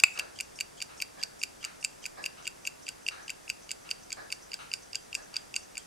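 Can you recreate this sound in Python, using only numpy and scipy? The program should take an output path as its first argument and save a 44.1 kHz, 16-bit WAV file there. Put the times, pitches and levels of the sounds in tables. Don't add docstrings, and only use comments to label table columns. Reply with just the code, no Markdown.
import sys
import numpy as np
from scipy import signal
from scipy.fft import rfft, irfft
from scipy.io import wavfile

SR = 44100
rng = np.random.default_rng(int(sys.argv[2]) if len(sys.argv) > 2 else 0)


def volts(x):
    e = np.asarray(x, float) / 20
    return 10 ** e


def to_wav(s):
    ch = np.atleast_2d(s).T
    pcm = np.round(np.clip(ch, -1, 1) * 32767)
    wavfile.write(sys.argv[1], SR, pcm.astype(np.int16))


N = 258426
MIDDLE_S = N / SR / 2
LEFT_RIGHT = np.array([[1.], [-1.]])

# (pitch [Hz], level [dB], time to fall 60 dB [s])
BACK_TONES = [(2371, -0.6, 0.012), (2350, -15, 0.014)]
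# (share of the lid pitch [ratio], level [dB], time to fall 60 dB [s])
LID_TONES = [(1.0023, 2, 0.013), (1.04, -9.5, 0.015), (.96, -13.5, 0.029), (1.19, -19, 0.012)]
# (pitch [Hz], level [dB], time to fall 60 dB [s])
PLATE_TONES = [(4738, -2.5, 0.013), (4904, -9.5, 0.0099), (5340, -16, 0.01), (5720, -18, 0.02),
               (3676, -17.5, 0.0068), (4730, -31.5, 0.24)]
# (pitch [Hz], time to fall 60 dB [s], level on unlock [dB], on push [dB], on drop [dB])
STEEL_TONES = [(6540, 0.013, -6, -2.6, -13.5), (7140, 0.0041, 0, -5.5, -6), (7570, 0.0096, -6.5, -12, -5),
               (8210, 0.0095, -11, -22.5, -15), (8950, .01, -19, -13, -14), (10900, 0.015, -39, -16, -22.5),
               (12500, 0.0059, -24, -28, -34), (14800, .004, -26, -24, -36)]
# (build-up [s], left leads [rad], left minus right [dB], spread of both from blow to blow [0-1])
PART_PATHS = [
    (0.00052, 0.31, -0.3, 0),
    (0.00063, 0.51, 2, 0.03),
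    (0.00086, 0.21, -1.5, 0.56),
    (0.00028, -0.37, -1, 0.51),
]
# (pitch [Hz], level [dB], time to fall 60 dB [s])
HAND_AIR_TONES = [(1547, -47.5, 0.03)]

# (drop time [s], unlock level [dB], lid [dB], plates [dB], steel [dB])
TICK_BEATS = [(0.1952, 0.5, 5.5, 1, 0), (0.6084, -0.5, -2.5, -1.0, 2.5), (1.0219, 2.5, -2.5, 1.5, -2.5),
              (1.4354, -0.5, -2.0, 2, 2), (1.8475, -2.5, -0.0, 0, 6.5), (2.2609, 5.5, -0.5, -0.5, -2),
              (2.6729, -0.0, 2.5, -4.0, 1.5), (3.0859, 4, 3, -1.5, -2), (3.5, -5.5, -0.5, -1.5, -1.5),
              (3.9122, -4.5, 0.0, 1.0, -5), (4.3247, -2.5, -6.5, 3, -2.5), (4.7376, 1, 0.5, 1.0, -2),
              (5.1509, 0.5, 0.0, 1, 1.5), (5.5633, 5.0, -1.5, 2.5, 5)]
# (drop time [s], unlock level [dB], lid [dB], plates [dB], steel [dB])
TOCK_BEATS = [(0.0005, 0.0, 0.0, 0.5, -4), (0.408, 4.5, 2.5, -3.5, 2), (0.8231, 1, 2.5, 2, -1),
              (1.235, -4, 0, 6.5, -2), (1.6491, -1.5, 0.5, -1.5, 1.0), (2.0622, 1, -2, -7, -1.0),
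              (2.4761, -1.5, 4.5, -1.5, -0.5), (2.8887, -1, 5, -0.5, -1), (3.3026, 1.5, 4.0, -3, 0.5),
              (3.715, 0.5, -1.0, -0.5, 2.5), (4.1276, 1, -11, -0.0, 0.5), (4.541, 1, -5.5, 0.5, -3.5),
              (4.9549, 1, 2, 6, 1.5), (5.366, 0.5, 1, 5, -1), (5.7789, -0.5, -6.0, -6, -0.5)]
# (back [dB], lid [dB], plates [dB], steel [dB], lid pitch [Hz])
TICK_KNOCKS = [
    (-43.5, -34, -37, -44, 2700),
    (-38, -49, -34.5, -33, 2740),
    (-29.5, -25, -22.5, -22, 2693),
]
# (back [dB], lid [dB], plates [dB], steel [dB], lid pitch [Hz])
TOCK_KNOCKS = [
    (-45, -41.5, -36, -43, 2770),
    (-32.5, -37, -31, -35.5, 2690),
    (-37.5, -34, -26, -23.5, 2726),
]
# (at the start [ms], growth [ms per s], share left at the push [ratio])
TICK_LIFT_TIMES = (19.1, .57, .285)
# (at the start [ms], growth [ms per s], share left at the push [ratio])
TOCK_LIFT_TIMES = (18.9, 1.0, .33)
# (unlock [dB], push [dB], drop [dB])
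TICK_CRACKS = (-2, 1, -1.5)
# (unlock [dB], push [dB], drop [dB])
TOCK_CRACKS = (-1, -11, -2.5)
GRIP_SHARES = (0.48, .4)
# (time after the drop [s], level [dB])
CHATTER = [
    (.0068, -19),
    (0.011, -26),
    (0.0173, -30),
]

# (pitch
# [Hz], level [dB], time to fall 60 dB [s])
SNAP_TONES = [(920, -28, .02), (1190, -23, .014), (1440, -24.5, .02), (1880, -23, 0.01),
              (2345, -12.5, .018), (2610, -6.3, 0.02), (3130, -20, 0.0069), (3690, -22, 0.0094),
              (4300, -23, .008), (4820, -19.5, 0.01), (6200, -21.5, 0.0089), (6950, -17, .008),
              (7560, -12.5, .012), (8900, -23.5, .008),
              (9480, -27, .008), (11000, -27, .009), (11700, -27.5, .009), (12600, -32, .008),
                    (14900, -35, .006)]
# (pitch [Hz], level [dB], time to fall 60 dB [s])
SLIP_TONES = [(2618, 0.5, .016), (2360, -3, .014), (4840, -4, 0.016), (8200, -16.5, .012)]
# (time [s], level [dB])
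SLIP_TIMES = [
    (0.0397, -13.5),
    (.0443, -27),
    (0.0487, -31),
]

# (first tick [s], period [s], strong swing [dB], weak swing [dB])
WALL_SWINGS = (.174, .9991, -53, -58.5)
# (pitch [Hz], width [Hz], level [dB])
WALL_TONES = [(487, 390, -0.5), (670, 230, .5), (1113, 240, -3), (1390, 310, -4), (1683, 96, 1),
              (2230, 460, -6), (4000, 340, -8), (4900, 440, -5)]
# (first tick [s], period [s], strong swing [dB], weak swing [dB])
SHELF_SWINGS = (.153, .7395, -56.5, -62.5)
# (pitch [Hz], width [Hz], level [dB])
SHELF_TONES = [(950, 460, -0.5), (1350, 220, 4.5), (1740, 350, 1.5), (2270, 490, 2.5), (2780, 480, 4),
               (3880, 580, -1), (4500, 460, -4), (6010, 800, -1), (8800, 1000, -1)]
# (first beat [s], period [s])
FAR_WATCH_BEATS = [(.021, .4), (.221, .4), (.354, .4178), (.137, .4181)]
FAR_WATCH_DB = [-60, -68, -61, -60.5]
# (pitch [Hz], width [Hz], level [dB])
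FAR_WATCH_TONES = [
    [(6050, 85, -4), (6570, 300, -6.5), (5520, 300, -2.5), (7500, 900, -5.5)],
    [(6100, 74, -2.2), (6900, 600, -9.5), (8100, 970, -4)],
    [(3193, 210, 1), (6500, 300, -1.5), (4940, 570, 0.5), (7670, 900, 4.5)],
    [(5510, 140, -0.5), (6500, 500, 1), (8100, 900, 3), (8940, 270, -1.5)],
]

# (pitch [Hz], level [dB])
ROOM_TREBLE = [(2000, -1), (4700, 0.5), (7500, -0.5), (12000, 0.5), (15000, -4)]
# (pitch [Hz], side minus middle [dB])
STEREO_WIDTH = [(60, -7.5), (110, -4.5), (200, 3.5), (380, 9.5), (700, 7.5), (1290, 3), (2380, -2),
                (4400, -5), (8120, -5.5), (15000, -4)]
# (pitch [Hz], level [dB per Hz])
HISS_COLOUR = [(12, -29), (25, -1), (60, -4), (150, -3.5), (216, -5), (485, -7), (759, -6.5), (1060, -8.5),
               (1710, -8.5), (2990, -14.5), (5080, -11), (5850, -11), (6360, -12), (9950, -14.5),
               (16000, -32)]
# (pitch [Hz], level [dB])
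HISS_DIP = [(3000, 0), (3500, 0), (4200, -3), (4600, 0)]


def watch():
    out = np.zeros((2, N))
    for row in TICK_BEATS:
        beat(out, row, TICK_KNOCKS, TICK_LIFT_TIMES, TICK_CRACKS, 1)
    for row in TOCK_BEATS:
        beat(out, row, TOCK_KNOCKS, TOCK_LIFT_TIMES, TOCK_CRACKS, 2.1)
    return out


def beat(out, row, knocks, lift, cracks, back_fall_db_s):
    drop_s, unlock_db, *free_db = row
    lift_ms, growth, push_share = lift
    lift_s = (lift_ms + growth * drop_s) / 1000
    back_db = -0.46 * free_db[0] - back_fall_db_s * (drop_s - MIDDLE_S)
    grip_db = np.array([back_db, *free_db])
    air_db = 3.5 - 1.26 * drop_s - (1 - 0.28) * free_db[-1]

    unlock_share, push_grip_share = GRIP_SHARES
    push_db = push_grip_share * grip_db - 0.7 * (drop_s - MIDDLE_S)
    blows = ((drop_s - lift_s, unlock_db + unlock_share * grip_db),
             (drop_s - push_share * lift_s, push_db),
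             (drop_s, grip_db))
    for kind, (at_s, blow_db) in enumerate(blows):
        *usual_db, lid_hz = knocks[kind]
        crack_db = cracks[kind] + air_db
        steel = [(hz, dbs[kind] + air_db * (hz > 10000), t60) for hz, t60, *dbs in STEEL_TONES]
        if at_s > 0:
            start_s = max(at_s - 0.0005, 0)
            add(out, start_s, contact(steel, usual_db + blow_db, lid_hz, crack_db))

    add(out, drop_s, ring(HAND_AIR_TONES, 0.0018, lead=0.84))
    for late_s, db in CHATTER:
        add(out, drop_s + late_s, contact(steel, usual_db + grip_db + db, lid_hz, crack_db))


def contact(steel, part_db, lid_hz, crack_db):
    lid = [(share * lid_hz, db, t60) for share, db, t60 in LID_TONES]
    parts = (BACK_TONES, lid, PLATE_TONES, steel)
    rings = sum(volts(db) * ring(tones, *path) for tones, db, path in zip(parts, part_db, PART_PATHS))
    return rings + volts(part_db[-1] + crack_db) * crack(rings.shape[1])


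def ring(tones, rise_s, lead=0, pan_db=0, spread=0, detune=0.012, scatter_db=1.5, scatter_rad=1.38,
         turn_rad=0):
    t = np.arange(4000) / SR
    hz, db, t60 = np.transpose(tones)[:, :, None]
    chance = rng.standard_normal((len(tones), 5)).T[:, :, None]
    side = LEFT_RIGHT[:, :, None] / 2
    phase = 2 * np.pi * hz * (1 + detune * chance[0]) * t
    phase = phase + scatter_rad * chance[1] + turn_rad * np.arange(len(tones))[:, None]
    phase = phase + side * (lead + spread * chance[3])
    gain = volts(db + scatter_db * chance[2] + side * (pan_db + 5.7 * spread * chance[4]))
    decay = np.exp(-np.log(1000) * t / t60) * (1 - np.exp(-t / rise_s)) ** 2
    peak = np.max(decay, axis=1, keepdims=True)
    return (gain * np.sin(phase) * decay / peak).sum(axis=1)


def crack(count):
    t = np.arange(count) / SR
    dull = signal.butter(2, 7950, fs=SR, output="sos")
    noise = signal.sosfilt(dull, np.diff(rng.standard_normal((2, count + 1))))
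    burst = np.exp(-t / 0.0018)
    rattle = volts(-25) * np.exp(-t / 0.008)
    rise = 1 - np.exp(-t / 0.00041)
    return (noise[0] + 0.27 * noise[1] * LEFT_RIGHT) * (burst + rattle) * rise


def nail():
    out = np.zeros((2, N))
    snap_s = 0.0363
    blows = [(snap_s, 0, SNAP_TONES)]
    blows += [(s, db, SLIP_TONES) for s, db in SLIP_TIMES]
    for s, db, tones in blows:
        sound = ring(tones, 0.0005, lead=0.45, pan_db=0.8, spread=0.1, detune=0, scatter_db=0)
        add(out, s, volts(db) * sound)
    add(out, snap_s, volts(-17) * crack(count=4000))
    return out


def clock(ticks, body, t60):
    knocks = np.zeros((2, N))
    tones = [(hz, db, np.log(1000) / np.pi / width) for hz, width, db in body]
    for s, db in ticks:
        knock = ring(tones, 0.00024, spread=0.46, scatter_db=0.8, scatter_rad=0.41, turn_rad=np.pi)
        add(knocks, s, volts(db + 17.5) * knock)
    return volts(-12.5) * knocks + reverb(knocks.mean(axis=0), t60, build_s=0.01)


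def swings(first_s, period_s, strong_db, weak_db):
    count = int((N / SR - first_s) / period_s) + 1
    return [(first_s + k * period_s, (strong_db, weak_db)[k % 2]) for k in range(count)]


def far_watches():
    out = np.zeros((2, N))
    for (first_s, period_s), db, body in zip(FAR_WATCH_BEATS, FAR_WATCH_DB, FAR_WATCH_TONES):
        ticks = [(s, db) for s in np.arange(first_s, N / SR, period_s)]
        out += clock(ticks, body, t60=0.17)
    return out


def reverb(x, t60, build_s=1e-4):
    t = np.arange(SR // 2) / SR
    fade = np.exp(-np.log(1000) * t / t60) * (t > 0.0013)
    tails = rng.standard_normal((2, len(t))) * fade * np.sqrt(1 - np.exp(-t / build_s))
    mid, side = (signal.fftconvolve(x, tail / np.sqrt(np.sum(tail ** 2)))[:N] for tail in tails)
    return mid + shape(side, STEREO_WIDTH) * LEFT_RIGHT


def hiss():
    mid, side = (shape(shape(rng.standard_normal(N), HISS_COLOUR), HISS_DIP) for _ in range(2))
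    return volts(-55.8) / mid.std() * (mid + shape(side, STEREO_WIDTH) * LEFT_RIGHT)


def shape(x, points):
    hz, db = np.transpose(points)
    bins = np.maximum(np.arange(N // 2 + 1) * SR / N, 1)
    return irfft(rfft(x, N) * volts(np.interp(np.log(bins), np.log(hz), db)), N)


def add(out, s, sound):
    i = int(s * SR)
    out[..., i:i + sound.shape[-1]] += sound[..., :N - i]


def scene():
    ticks, snap = watch(), nail()
    into_room = (ticks + volts(2) * snap).mean(axis=0)
    room = volts(-19.5) * reverb(shape(into_room, ROOM_TREBLE), t60=0.38)
    wall_clock = clock(swings(*WALL_SWINGS), WALL_TONES, t60=0.46)
    shelf_clock = clock(swings(*SHELF_SWINGS), SHELF_TONES, t60=0.44)
    return ticks + snap + room + wall_clock + shelf_clock + far_watches() + hiss()


def roll_off(x):
    return signal.sosfilt(signal.butter(12, 16000, fs=SR, output="sos"), x)


def record(dry):
    limit = 1.5
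    rounded = limit * np.tanh(dry / limit)
    top_cut = signal.cheby2(12, 30, 16050, fs=SR, output="sos")
    finished = signal.sosfilt(top_cut, rounded)
    return roll_off(finished)


dry = scene()
out = record(dry)
to_wav(out)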